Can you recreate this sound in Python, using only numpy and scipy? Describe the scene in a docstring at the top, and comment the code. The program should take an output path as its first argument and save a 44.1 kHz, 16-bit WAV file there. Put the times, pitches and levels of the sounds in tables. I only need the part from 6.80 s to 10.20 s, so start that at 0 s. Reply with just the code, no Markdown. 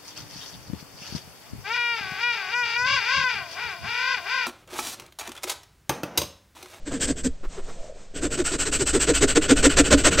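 """Sawing a plastic pipe by hand

A hand saw cuts a plastic pipe held on a wooden board in a workshop: a few starting scratches, a lull
in which the blade only grazes, then fast strokes that bite deeper and deeper. The teeth rasp through
the plastic and shake the pipe at their own rate; the moving arm stirs a low rumble."""
import sys
import numpy as np
from scipy import signal
from scipy.fft import rfft, irfft, next_fast_len
from scipy.io import wavfile
from scipy.ndimage import uniform_filter1d

SR = 44100
rng = np.random.default_rng(int(sys.argv[2]) if len(sys.argv) > 2 else 0)


def persist_wave(psi):
    """Save psi, clipped to +-1, as 16-bit WAV."""
    counts = np.round(np.clip(psi, -1, 1) * 32767).astype(np.int16)
    wavfile.write(sys.argv[1], SR, np.atleast_2d(counts).T)


N = 149940
TIME = np.arange(N) / SR
TAIL = 2048  # samples allowed for a filter to ring out
# Pitches at which the blade and the pipe wall ring: f/Hz, width/Hz, boost/dB
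RESONANCES = [(1440, 110, 9), (2620, 90, 3), (2950, 130, 3), (4088, 55, 6), (4570, 110, 6), (7485, 90, 5),
              (7860, 90, 5), (8157, 110, 3)]


def amp(db):
    """Turns decibels into a gain to multiply by."""
    return 10 ** (np.asarray(db) / 20)


def unit(x):
    """Scales a signal to an average (rms) level of 1."""
    return x / np.sqrt(np.mean(x ** 2) + 1e-20)


def gain_at(colour, hz):
    """Reads gains from a colour: a table of how strong each frequency is (f/Hz, level/dB)."""
    f, db = np.transpose(colour)
    return amp(np.interp(np.log(hz + 1), np.log(f + 1), db))


def tinted(x, colour):
    """Filters a sound to give it a colour."""
    padded = next_fast_len(len(x) + TAIL)
    gain = gain_at(colour, np.fft.rfftfreq(padded, 1 / SR))
    return irfft(rfft(x, padded) * gain, padded)[:len(x)]


def noise(colour):
    """Coloured noise with an average level of 1."""
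    return unit(tinted(rng.standard_normal(N), colour))


def add(mix, start, sound):
    """Mixes a sound in at a start time in seconds."""
    part = mix[max(round(start * SR), 0):][:len(sound)]
    part += sound[:len(part)]


def body(colour, resonances, pitch=1):
    """How an object answers one tap: a broad colour with ringing peaks on top."""
    hz = np.fft.rfftfreq(4 * TAIL, 1 / SR) / pitch
    peaks = sum(abs(amp(2 * db) - 1) / (1 + (2 * (hz - f) / width) ** 2) for f, width, db in resonances)
    gain = gain_at(colour, hz) * np.sqrt(1 + peaks)
    log_gain = np.log(np.r_[gain, gain[-2:0:-1]])
    spectrum = np.exp(np.conj(signal.hilbert(log_gain)))  # puts all ringing after the tap
    return np.fft.ifft(spectrum).real[:TAIL]


def excite(force, response, db):
    """A force sets a body ringing, scaled to the given level."""
    sound = signal.fftconvolve(force, response)
    return amp(db) * sound * np.sqrt(len(force) / np.sum(sound ** 2))


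def air_rumble():
    """The moving arm stirs the air into a slow, deep sway."""
    # Loudness of the sway: t/s, level/dB
    loudness = [(0, -33), (1.0, -33), (1.28, -39.5), (1.6, -32.5), (2.6, -30.5), (3.4, -23.5)]
    # Its colour: f/Hz, level/dB
    colour = [(15, -0.5), (38, -27.5), (70, -35.5), (170, -31.5), (900, -81)]
    return amp(np.interp(TIME, *np.transpose(loudness))) * noise(colour)


def background():
    """The workshop's faint, steady noise."""
    # Its colour: f/Hz, level/dB
    colour = [(30, 20), (200, 1), (550, 11.5), (900, -1.5), (8000, -7), (16000, -35)]
    return amp(-53) * noise(colour)


def stroke(length, fastest, tooth_hz, levels_db, bodies, *,
           rasp_power, thrum_power, growth, tooth_depth, catch_db, jitter, roughness, overtone):
    """The blade speeds up and slows; teeth tear chips at a rate that follows speed and shake the pipe."""
    progress = np.arange(0, 1, 1 / (length * SR))
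    wobble, catches, fizz, grit, shake = rng.standard_normal((5, 4 * TAIL))[:, :len(progress)]
    travel = np.interp(progress, [0, np.clip(fastest, .1, .9), 1], [0, .5, 1])
    speed = abs(np.sin(np.pi * travel))
    unevenness = 1 + jitter * unit(uniform_filter1d(wobble, size=80))
    teeth_passed = np.cumsum(tooth_hz * speed ** 0.713 * unevenness) / SR
    tooth_wave = np.cos(2 * np.pi * teeth_passed)
    # Each tooth catches with its own random strength.
    catch = amp(catch_db * np.tanh(np.interp(teeth_passed, np.arange(len(progress)), catches)))
    tearing = catch * (1 + tooth_depth * tooth_wave) * speed ** rasp_power
    push = tooth_wave + overtone * np.cos(4 * np.pi * teeth_passed)
    push += roughness * unit(uniform_filter1d(shake, size=30))
    push *= catch * speed ** thrum_power * np.exp(growth * progress)
    forces = tearing * fizz, tearing * grit, push  # blade hiss, wall grinding, pipe thrum
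    return sum(excite(force, response, db) for force, response, db in zip(forces, bodies, levels_db))


def wall(colour, start):
    """The pipe wall is stiffer and grinds higher while the cut is shallow, then sinks in pitch."""
    extra_pitch, settled_s = 0.1, 1.55
    shallowness = np.clip(2 * (1 - start / settled_s), 0, 1)
    return body(colour, RESONANCES, pitch=1 + extra_pitch * shallowness)


def saw():
    """Biting strokes shake the pipe most in their second half; return strokes slide more evenly."""
    # Strokes against the teeth: start/s, length/s, top tooth rate/Hz, hiss/dB, grinding/dB, thrum/dB
    bites = [(0.047, 0.068, 312, -45, -44.5, -35.5), (0.094, 0.11, 281.2, -42.5, -42.5, -32.5),
             (0.26, 0.076, 303, -34, -37, -27), (0.43, 0.056, 279.6, -33, -38.5, -27),
             (1.403, 0.089, 343.4, -35, -36, -27.5), (1.561, 0.076, 384.5, -36.5, -35.5, -28.5),
             (1.693, 0.085, 378, -33, -34.5, -31), (1.84, 0.07, 435, -32, -34, -32.5),
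             (1.981, 0.069, 411.5, -29, -33, -26), (2.12, 0.072, 413.3, -28.5, -30, -21),
             (2.259, 0.075, 470.7, -28, -28, -20), (2.401, 0.062, 436, -25, -24, -18),
             (2.545, 0.0489, 485, -25.5, -23.5, -18.5), (2.676, 0.07, 524.4, -26, -22.5, -19.5),
             (2.82, 0.069, 540, -21, -20.5, -19.5), (2.957, 0.07, 575.4, -21, -19.5, -21.5),
             (3.097, 0.064, 618, -23, -19, -16.5), (3.231, 0.072, 638.4, -21, -19.5, -21),
             (3.367, 0.074, 624, -24.5, -19, -19)]
    # Strokes sliding back: start/s, moment of top speed/share of stroke, hiss/dB, grinding/dB, thrum/dB
    returns = [(0.192, 0.47, -28, -32.5, -34), (0.352, 0.4, -41, -45, -41), (1.336, 0.4, -41.5, -42, -37.5),
               (1.494, 0.52, -34, -36, -36), (1.636, 0.36, -29, -32, -44), (1.776, 0.44, -28, -31.5, -38),
               (1.909, 0.39, -26.5, -30.0, -36), (2.051, 0.37, -26.5, -31, -39),
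               (2.187, 0.39, -25, -29.5, -34.5), (2.328, 0.35, -26.5, -28, -37),
               (2.467, 0.34, -28, -29, -34.5), (2.606, 0.31, -32, -31, -33),
               (2.752, 0.28, -30.5, -29.5, -30.5), (2.889, 0.18, -32.5, -29.0, -31.5),
               (3.026, 0.47, -31, -30.5, -30), (3.164, 0.28, -31.5, -31.5, -29.5),
               (3.302, 0.3, -30, -28, -28)]
    # Colours of the blade's hiss and of the grinding in each direction: f/Hz, level/dB
    hiss = [(3000, -19), (4800, -3.5), (5600, 0), (6700, 1), (7400, 7), (8300, 8.5), (8700, 0),
            (16000, -26.5)]
    bite_grind = [(300, -27.5), (650, -0.5), (900, -2.5), (1400, 0), (1800, 2.5), (2200, 0), (2800, -1),
                  (3600, -1.5), (4900, -8), (7000, -2), (9000, -49)]
    return_grind = [(300, 4), (650, 4), (1000, -0.5), (1450, 8), (2100, 5), (2950, 9.5), (3700, 1.5),
                    (4600, 0), (6000, -13)]
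    # Colour of the pipe held on its board: f/Hz, level/dB
    pipe_colour = [(30, -8.5), (120, -4), (200, -8.5), (280, -5), (450, -5), (600, -7.5), (800, -21),
                   (1500, -17), (4000, -45)]
    # Pitches at which the held pipe rings: f/Hz, width/Hz, boost/dB
    pipe_resonances = [(273, 74, 6.2), (315, 41, 2.1), (406.4, 9.3, 5.1), (459, 21, 5.7), (612, 45, 3.65)]
    blade, pipe = body(hiss, RESONANCES), body(pipe_colour, pipe_resonances)
    out = np.zeros(N)
    for start, length, tooth_hz, *levels_db in bites:
        add(out, start, stroke(
            length, fastest=0.4717, tooth_hz=tooth_hz, levels_db=levels_db,
            bodies=(blade, wall(bite_grind, start), pipe), rasp_power=1.69, thrum_power=1.64,
            growth=1.59, tooth_depth=0.057, catch_db=2.5, jitter=0.065, roughness=0.63, overtone=0.49))
    for start, fastest, *levels_db in returns:
        add(out, start, stroke(
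            length=0.083, fastest=fastest, tooth_hz=467.7, levels_db=levels_db,
            bodies=(blade, wall(return_grind, start), pipe), rasp_power=1.79, thrum_power=0.39,
            growth=0.033, tooth_depth=0.052, catch_db=0.5, jitter=0.239, roughness=3.4, overtone=0.34))
    return out


def board_shudder(sawing):
    """The board shakes as hard as the saw works."""
    # Colour of the shaking: f/Hz, level/dB
    colour = [(20, -4), (58, 8), (90, -10), (160, -13.5), (600, -53)]
    effort = np.sqrt(abs(uniform_filter1d(sawing ** 2, size=5000)))
    return amp(-11.5) * effort * noise(colour)


def scuffs():
    """The blade skids before it finds a groove and sets the pipe ringing hollowly."""
    # Skids: start/s, length/s, ring/Hz, level/dB
    skids = [(0.099, 0.058, 420, -37), (0.627, .042, 367, -41.5), (0.762, 0.053, 417, -42.5),
             (0.871, .05, 465, -43)]
    # Their colour: f/Hz, level/dB
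    colour = [(150, -2.5), (500, -5.5), (1350, 2), (2400, -8.5), (8000, -21)]
    width_hz, boost_db = 140, 19
    out = np.zeros(N)
    for start, length, hz, db in skids:
        progress = np.arange(0, 1, 1 / (length * SR))
        friction = rng.standard_normal(4 * TAIL)[:len(progress)] * np.sin(np.pi * progress)
        add(out, start, excite(friction, body(colour, [(hz, width_hz, boost_db)]), db))
    return out


def judders():
    """The slowing blade sticks and slips; the pipe hums up and dies away within a few cycles."""
    # Moments when the blade sticks: t/s, f/Hz, peak/dB
    sticks = [(.288, 258, -19.5), (0.454, 260.2, -14), (0.776, 396, -29.5), (1.45, 315, -36),
              (1.594, 345, -19.5), (2.573, 315, -9.5), (2.713, 280.4, -5.5), (2.862, 289, -8),
              (2.995, 283, -9), (3.139, 280, -7.5)]
    rise_s, fall_s = 0.01, 0.012
    out, t = np.zeros(N), TIME[:2 * TAIL]
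    rise = np.sin(np.pi / 2 * np.minimum(t / rise_s, 1))
    fall = np.exp(-np.maximum(t - rise_s, 0) / fall_s)
    for start, hz, db in sticks:
        add(out, start, amp(db) * rise * fall * np.sin(2 * np.pi * (hz * t + rng.random())))
    return out


def grazes():
    """In the lull the blade brushes the pipe in soft swishes."""
    # Swishes: start/s, length/s, peak/dB
    swishes = [(0.678, .14, -44), (0.792, 0.22, -46.5), (0.972, 0.16, -49.5), (1.128, 0.16, -51.5)]
    # Their colour: f/Hz, level/dB
    colour = [(100, 12), (500, 14.5), (1500, 5), (5000, 1.5), (8000, 6.5), (16000, -33)]
    swell = sum(amp(db) * np.sin(np.pi * np.clip((TIME - start) / length, 0, 1))
                for start, length, db in swishes)
    return swell * noise(colour)


def bumps():
    """Handling makes soft bumps, each one smooth pulse."""
    # Bumps: t/s, peak/dB
    pulses = [(0.678, -20), (2.8, -14)]
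    width_s = 0.0064
    return sum(amp(db) * np.exp(-.5 * ((TIME - t) / width_s) ** 2) for t, db in pulses)


def rub():
    """The pipe shifts on the board with a soft, hollow rub that sinks in pitch."""
    start_s, length_s, pitch_hz, sag_hz, width_hz = .93, .27, 627, 93, 160
    progress = np.clip((TIME - start_s) / length_s, 0, 1)
    smoothing = signal.butter(2, width_hz / 2, fs=SR, output="sos")
    flutter = unit(signal.sosfilt(smoothing, rng.standard_normal(N)))
    tone = np.cos(2 * np.pi * np.cumsum(pitch_hz - sag_hz * progress) / SR)
    return amp(-44) * np.sin(np.pi * progress) * unit(flutter * tone)


def room_echo(x):
    """The workshop answers with a short, weak echo."""
    rise_s, fade_s = 0.0049, 0.1
    t = TIME[:SR // 2]
    tail = rng.standard_normal(len(t)) * amp(-60 * t / fade_s) * np.minimum(t / rise_s, 1)
    return amp(-14.5) * signal.fftconvolve(x, tail / np.linalg.norm(tail))[:N]


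def scene():
    """Mixes all sounds near the centre; close reflections widen the treble a little."""
    # Stereo width: f/Hz, side compared with centre/dB
    width = [(40, -33), (1500, -38), (2600, -19), (9000, -16)]
    sawing = saw() + judders() + scuffs() + grazes() + rub()
    centre = sawing + room_echo(sawing) + air_rumble() + board_shudder(sawing) + bumps() + background()
    scatter = rng.standard_normal(TAIL // 4)
    reflections = signal.fftconvolve(centre, scatter / np.linalg.norm(scatter))[:N]
    side = tinted(reflections, width)
    return np.array([centre + side, centre - side])


def low_pass(x, hz, taps):
    """Steeply cuts everything above a frequency."""
    return signal.oaconvolve(x, signal.firwin(taps, hz, window=("kaiser", 7), fs=SR)[None], "same")


def record(dry):
    """Rounds off peaks and cuts the high treble; faint fizz near 12 kHz remains, broader when loud."""
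    # Colour of the faint fizz above the cut: f/Hz, level/dB
    fizz_colour = [(10000, -46.5), (12000, 1), (13000, -57), (16000, -12)]
    ceiling, cut_hz, top_hz = 1.2, 8800, 15800
    rounded = ceiling * np.tanh(dry / ceiling)
    passed = low_pass(rounded, cut_hz, taps=201)
    treble = rounded - passed
    faint_fizz = np.array([tinted(channel, fizz_colour) for channel in treble])
    loudness = np.sqrt(abs(uniform_filter1d(rounded ** 2, size=600)))
    broad_fizz = amp(-1) * loudness * treble
    return low_pass(passed + faint_fizz + broad_fizz, top_hz, taps=511)


dry = scene()
out = record(dry)
persist_wave(out)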